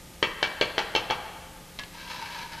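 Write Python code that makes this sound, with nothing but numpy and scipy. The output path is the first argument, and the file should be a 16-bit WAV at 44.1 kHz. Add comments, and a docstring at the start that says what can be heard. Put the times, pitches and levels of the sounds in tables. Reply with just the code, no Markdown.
"""A steel trowel taps a brick down into its mortar six times, in a large, hard-walled workshop.
Each tap is a dull knock, a short ring of the blade and a quick second contact. The blade then clinks
against the wall and scrapes along the joint, rattled by sand grains.
Ventilation rumbles and a machine hums far off; the microphone is nearly mono and hisses."""
import sys
import numpy as np
from scipy import signal
from scipy.fft import rfft, irfft
from scipy.io import wavfile

SR = 44100
rng = np.random.default_rng(int(sys.argv[2]) if len(sys.argv) > 2 else 0)


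def materialize(psi):
    """Save the field psi as 16-bit PCM at rate SR to the path in sys.argv[1].

    A 1-D psi becomes a single channel; in a 2-D psi each row is a channel.
    """
    bounded = np.clip(np.atleast_2d(psi).T, -1, 1)
    quanta = np.round(bounded * 32767).astype(np.int16)
    wavfile.write(sys.argv[1], SR, quanta)


N = 114660


def amp(db):
    """dB to gain."""
    return 10 ** (np.asarray(db) / 20)


def unit(x):
    """Scale to rms 1."""
    return x / np.sqrt(np.mean(x ** 2) + 1e-20)


def decay(t, t60_s):
    """Envelope falling 60 dB in t60_s."""
    return np.exp(-np.log(1000) * t / t60_s)


def read(table, hz):
    """Interpolate (f/Hz, value) rows over log frequency."""
    table_hz, values = np.transpose(table)
    return np.interp(np.log(hz + 1), np.log(table_hz + 1), values)


def add(mix, at_s, sound):
    """Mix a sound in at at_s."""
    part = mix[max(round(at_s * SR), 0):][:len(sound)]
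    part += sound[:len(part)]


def drift(hz):
    """Random wander of rms 1, low-passed at hz."""
    rolloff = 1 + (np.fft.rfftfreq(N, 1 / SR) / hz) ** 4
    return unit(irfft(rfft(rng.standard_normal(N)) / rolloff, N))


def click(spectrum, boost_db=lambda hz: 0, size=4096):
    """Minimum-phase click from (f/Hz, level/dB) rows plus boost_db(hz)."""
    hz = abs(np.fft.fftfreq(size, 1 / SR))
    log_gain = np.log(amp(read(spectrum, hz) + boost_db(hz)))
    return np.fft.ifft(np.exp(np.conj(signal.hilbert(log_gain)))).real[:size // 2]


def ring(modes):
    """0.5 s of decaying modes, neighbours in opposite phase."""
    t = np.arange(SR // 2) / SR
    return sum((-1) ** k * amp(db) * decay(t, t60_s) * np.sin(2 * np.pi * hz * t)
               for k, (hz, db, t60_s) in enumerate(modes))


def resonate(x, hz, width_hz):
    """Unity-gain resonance following the curve hz."""
    carrier = np.exp(2j * np.pi * np.cumsum(hz) / SR)
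    pole = np.exp(-np.pi * width_hz / SR)
    return 2 * (carrier * signal.lfilter([1 - pole], [1, -pole], x / carrier + 1e-18)).real


def rumble_and_hiss():
    """Ventilation rumble and microphone hiss, nearly alike in both channels."""
    spectrum = [(12, -42), (20, 2.5), (179, -5.5), (302, -9.5), (337, -9), (522, -15), (567, -13.5),
                (787, -15), (1040, -18.5), (1190, -21), (1480, -17), (1950, -16.5), (14000, -23.5)]  # noise shape: f/Hz, level/dB
    coherence = [(30, .98), (5000, .985), (10000, .985), (12500, .89)]  # left-right likeness: f/Hz, coherence
    balance = [(30, .6), (100, .2), (400, .8), (1500, .7), (5000, .1), (9000, .1), (13000, .7)]  # left over right: f/Hz, level/dB
    hz = np.fft.rfftfreq(N, 1 / SR)
    left, independent = rfft(rng.standard_normal((2, N))) * amp(read(spectrum, hz))
    same = read(coherence, hz)
    right = same * left + np.sqrt(1 - same ** 2) * independent
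    pan = amp(np.outer([.5, -.5], read(balance, hz)))
    return amp(-47.5) * unit(irfft(np.array([left, right]) * pan, N))


def machine_hum():
    """Distant machine: steady tones, each wavering in pitch."""
    tones = [(49, -71), (175.4, -58), (300, -68), (526, -63), (877, -65.5), (1226, -65)]  # hum lines: f/Hz, rms level/dB
    waver_hz = 1.604
    return sum(np.sqrt(2) * amp(db) * np.sin(2 * np.pi * np.cumsum(hz + waver_hz * drift(hz=5.6)) / SR)
               for hz, db in tones)


def workshop(x):
    """Quick reflections from floor and brickwork, then the hall's long tail."""
    bands = [(100, 0.23, 2.5, -5), (417, 1.7, -10, -8.5), (970, 1.56, -3, -4), (1570, 1.55, -1.5, 0),
             (3180, 1.4, -8, -7), (5000, 1, -9.5, -6.5), (10200, .4, -61.5, -6)]  # reverberation: f/Hz, tail t60/s, tail level/dB, near level/dB
    near_t60_s, near_rise_s, tail_rise_s = 0.19, 0.0027, 0.0067
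    size, density, stereo_width = 2 * SR, .1, 0.06
    t, hz = np.arange(size) / SR, np.fft.rfftfreq(size, 1 / SR)
    echoes = rfft(rng.choice([-1., 1.], (2, size)) * (rng.random((2, size)) < density))
    log_centres = np.log([row[0] for row in bands])
    response = 0
    for selector, (_, t60_s, tail_db, near_db) in zip(np.eye(len(bands)), bands):
        band_gain = np.interp(np.log(hz + 1), log_centres, selector)
        band = irfft(echoes * band_gain, size) / np.sqrt(density * size)
        near = unit((1 - np.exp(-(t / near_rise_s) ** 2)) * decay(t, near_t60_s))
        tail = unit((1 - np.exp(-t / tail_rise_s)) * decay(t, t60_s))
        response = response + band * np.hypot(amp(near_db) * near, amp(tail_db) * tail)
    mid, side = signal.fftconvolve(x[None], response, axes=1)[:, :N]
    return mid + stereo_width * np.array([side, -side])


def contact(size=2048):
    """Force of one blow: an impulse, then a brief crunch of grit."""
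    crunch_s, crunch_db, highpass_hz = 0.0025, 2, 750
    force = rng.standard_normal(size) * np.exp(-np.arange(size) / SR / crunch_s)
    force = signal.lfilter(*signal.butter(2, highpass_hz, "high", fs=SR), force)
    force *= amp(crunch_db) / np.linalg.norm(force)
    force[0] = 1
    return force


def smear(x, max_delay_s=0.0015, top_hz=5090):
    """The blade spreads a blow in time below top_hz; magnitudes unchanged."""
    hz = np.fft.rfftfreq(len(x), 1 / SR)
    delay_s = max_delay_s * np.sin(np.pi * np.minimum(hz / top_hz, 1)) ** 2
    return irfft(rfft(x) * np.exp(-2j * np.pi * np.cumsum(delay_s) * hz[1]), len(x))


def scrape():
    """Sand grains rattle the juddering blade, whose resonances sink as it gathers mortar."""
    stroke = [(1.93, -11.5, 945), (1.99, -5, 958), (2.041, -5, 990), (2.09, -4, 975), (2.111, 3, 985),
              (2.15, -2, 980), (2.22, -0.5, 945), (2.245, -3.5, 930), (2.275, -1.5, 986), (2.3, -4.5, 960),
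              (2.324, -0.5, 968), (2.43, -3.5, 952), (2.47, -9.5, 990), (2.515, -10, 930), (2.528, 0, 895),
              (2.561, -7, 884), (2.6, -6.5, 970)]  # blade along the joint: t/s, pressure/dB, lowest resonance f/Hz
    lumps = [(2.11, 20), (2.2253, 26), (2.523, 20)]  # soft lumps catching the edge: t/s, level/dB
    upper_modes = [(1620, 97, -2.5), (2260, 120, -6.5), (2580, 89, -8.5), (3015, 66, -8), (3220, 60, -18),
                   (3890, 76, -5), (4330, 67, -14), (4930, 130, -16), (5800, 150, -19)]  # dragged blade: f/Hz, width/Hz, level/dB
    rasp_spectrum = [(60, -24), (300, -27.5), (550, -10), (720, -22.5), (1150, -9.5), (2000, -12),
                     (4500, -10.5), (6000, -16), (7500, -23.5), (13000, -57)]  # sand: f/Hz, level/dB
    grains_per_s, spread_db, judder_db, lump_cutoff_hz = 2500, 2.5, 1, 2640
    grip_wobble_hz, wander_share = 15, 0.0082
    stroke_s, pressure_db, stroke_hz = np.transpose(stroke)
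    t = np.arange(N) / SR
    grains = (rng.random(N) < grains_per_s / SR) * rng.choice([-1, 1], N)
    grains = grains * amp(spread_db * np.minimum(rng.exponential(1, N), 4))
    pressure = amp(np.interp(t, stroke_s, pressure_db) + judder_db * drift(hz=70))
    force = unit(grains) * pressure * (t > stroke_s[0])
    for at_s, db in lumps:
        add(force, at_s, amp(db) * signal.lfilter(*signal.butter(1, lump_cutoff_hz, fs=SR), contact()))
    lowest_hz = np.interp(t, stroke_s, stroke_hz) + grip_wobble_hz * drift(hz=24.7)
    bend = (lowest_hz / stroke_hz.mean()) ** .4  # upper modes partly follow the lowest
    blade = amp(7) * resonate(force, lowest_hz, width_hz=52)
    for hz, width_hz, db in upper_modes:
        wander = 1 + wander_share * drift(hz=11.5)  # contact point shifts
        blade += amp(db) * resonate(force, hz * bend * wander, width_hz)
    rasp = signal.fftconvolve(force, click(rasp_spectrum))[:N]
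    return amp(-27.5) * (blade + rasp)


def clinks():
    """The edge touches the wall; the firmest touch rings the blade until it settles on the brick."""
    touches = [(1.7885, -2.5), (1.7935, -0.5), (1.835, -8)]  # edge on wall: t/s, level/dB
    tick_spectrum = [(100, 3), (500, -12), (1000, -1), (1350, -12), (2100, -5), (3000, 0), (5000, -8),
                     (7000, -19), (13000, -43)]  # one touch: f/Hz, level/dB
    free_modes = [(690, -53, .35), (985, -44, .09), (1692, -41, .19), (2685, -46, .11), (3070, -45, .11),
                  (3330, -51, .12), (3610, -50, .11), (3960, -53, .11), (4530, -49, .08), (5650, -50, .08)]  # undamped blade: f/Hz, level/dB, t60/s
    settle_s = 1.838
    ticks, ringing = np.zeros((2, N))
    for at_s, db in touches:
        add(ticks, at_s, amp(db) * signal.fftconvolve(contact(), smear(click(tick_spectrum))))
    firmest_s, _ = max(touches, key=lambda row: row[1])
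    add(ringing, firmest_s, amp(3) * ring(free_modes))
    settled_s = np.maximum(np.arange(N) / SR - settle_s, 0)
    return ticks + ringing * decay(settled_s, t60_s=.05)


def clatter(size=8192, rise_s=0.0035):
    """Dense overtones of blade and handle, dying together."""
    spectrum = [(200, -20), (600, 6), (900, 1), (1300, 1.5), (2000, -0.5), (2700, 11), (3400, 9.5),
                (3800, -1), (4500, 0.5), (6000, -7), (12000, -32)]  # overtone envelope: f/Hz, level/dB
    t = np.arange(size) / SR
    burst = rng.standard_normal(size) * (1 - np.exp(-t / rise_s)) * decay(t, t60_s=0.11)
    return signal.fftconvolve(burst / np.linalg.norm(burst), click(spectrum))


def taps():
    """The trowel knocks the brick, rings, lands again and skids. Returns knocks, ringing."""
    # trowel blows: t/s, level/dB, thud/dB, low ring/dB, high ring/dB, treble/dB,
    # second contact delay/s, second contact relative level/dB
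    blows = [(0.2269, -0.5, 1.5, 1, 3, -4, 0.0076, -33), (0.428, -2, 0, -18, 4.5, 1.5, 0.0083, -15),
             (0.6119, 0.5, 1.5, -11, 4, -2.5, 0.014, -17.5), (0.7802, -2, 1, 4, -1.5, -2.5, 0.011, -8),
             (0.9506, -5, 2.5, 10, 7.5, 2, .0115, -2), (1.1005, -7.5, -1, 10.5, 2.5, -13.5, 0.0081, 2)]
    knock_spectrum = [(30, 11), (180, 6), (330, 18.5), (490, 19), (700, 16.5), (900, 13.5), (1300, 8),
                      (1650, 10), (2400, -1.5), (3150, 14), (3700, 5.5), (4350, 11), (5100, -3.5),
                      (6300, -6.5), (7500, -16), (13000, -36.5)]  # steel on bedded brick: f/Hz, level/dB
    blade_modes = [(822, -35, .13), (899, -33, .15), (1345, -40, .13), (1604, -33.5, .15), (1880, -42, .15),
                   (2208, -33, .12), (2307, -28.5, .14), (2695, -34, .15), (3105, -26, .055),
                   (3345, -32, .12), (4000, -43, .12), (4368, -32, .1), (5300, -44, .07), (6250, -44, .07)]  # blade held against the brick: f/Hz, level/dB, t60/s
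    brick_modes = [(264, -46, .14), (371, -40, .1), (474, -39, .1), (617, -40, .1)]  # brick on its wet bed: f/Hz, level/dB, t60/s
    skid_spectrum = [(100, -40), (2500, -2), (4500, 4), (6200, -3), (7500, -25), (13000, -19)]  # skidding edge: f/Hz, level/dB
    thud_hz, ring_split_hz, treble_hz = 610, 1500, 4400
    knocks, ringing = np.zeros((2, N))
    for tap_s, tap_db, thud_db, low_db, high_db, treble_db, delay_s, second_db in blows:
        knock = click(knock_spectrum, boost_db=lambda hz: thud_db / (1 + (hz / thud_hz) ** 2)
                      + treble_db * hz ** 2 / (hz ** 2 + treble_hz ** 2))
        blade = ring([(hz, db + (low_db if hz < ring_split_hz else high_db)
                       + treble_db * (hz > treble_hz), t60_s) for hz, db, t60_s in blade_modes])
        for at_s, db in (tap_s, tap_db), (tap_s + delay_s, tap_db + second_db):
            add(knocks, at_s, amp(db) * signal.fftconvolve(contact(), smear(knock)))
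            add(knocks, at_s, amp(db + thud_db) * ring(brick_modes))
            add(knocks, at_s, amp(db) * clatter())
            add(ringing, at_s, amp(db) * blade)
        skid = signal.fftconvolve(contact(), click(skid_spectrum))
        add(knocks, tap_s + delay_s, amp(tap_db + second_db) * skid)
    return knocks, ringing


def scene():
    """Trowel and echoes, slightly left, over rumble, hiss and hum."""
    ring_send_db, left_over_right_db = -3, 1.43
    knocks, ringing = taps()
    ringing = ringing + clinks()
    scraping = scrape()
    echoes = workshop(knocks + amp(ring_send_db) * ringing + scraping)
    pan = amp(left_over_right_db * np.array([[.5], [-.5]]))
    return (knocks + ringing + scraping + echoes) * pan + rumble_and_hiss() + machine_hum()


def record(dry):
    """Band limit: steep low-pass."""
    cutoff_hz = 13950
    lowpass = signal.firwin(401, cutoff_hz, window=("kaiser", 7), fs=SR)
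    return signal.oaconvolve(dry, lowpass[None], "same")


dry = scene()
out = record(dry)
materialize(out)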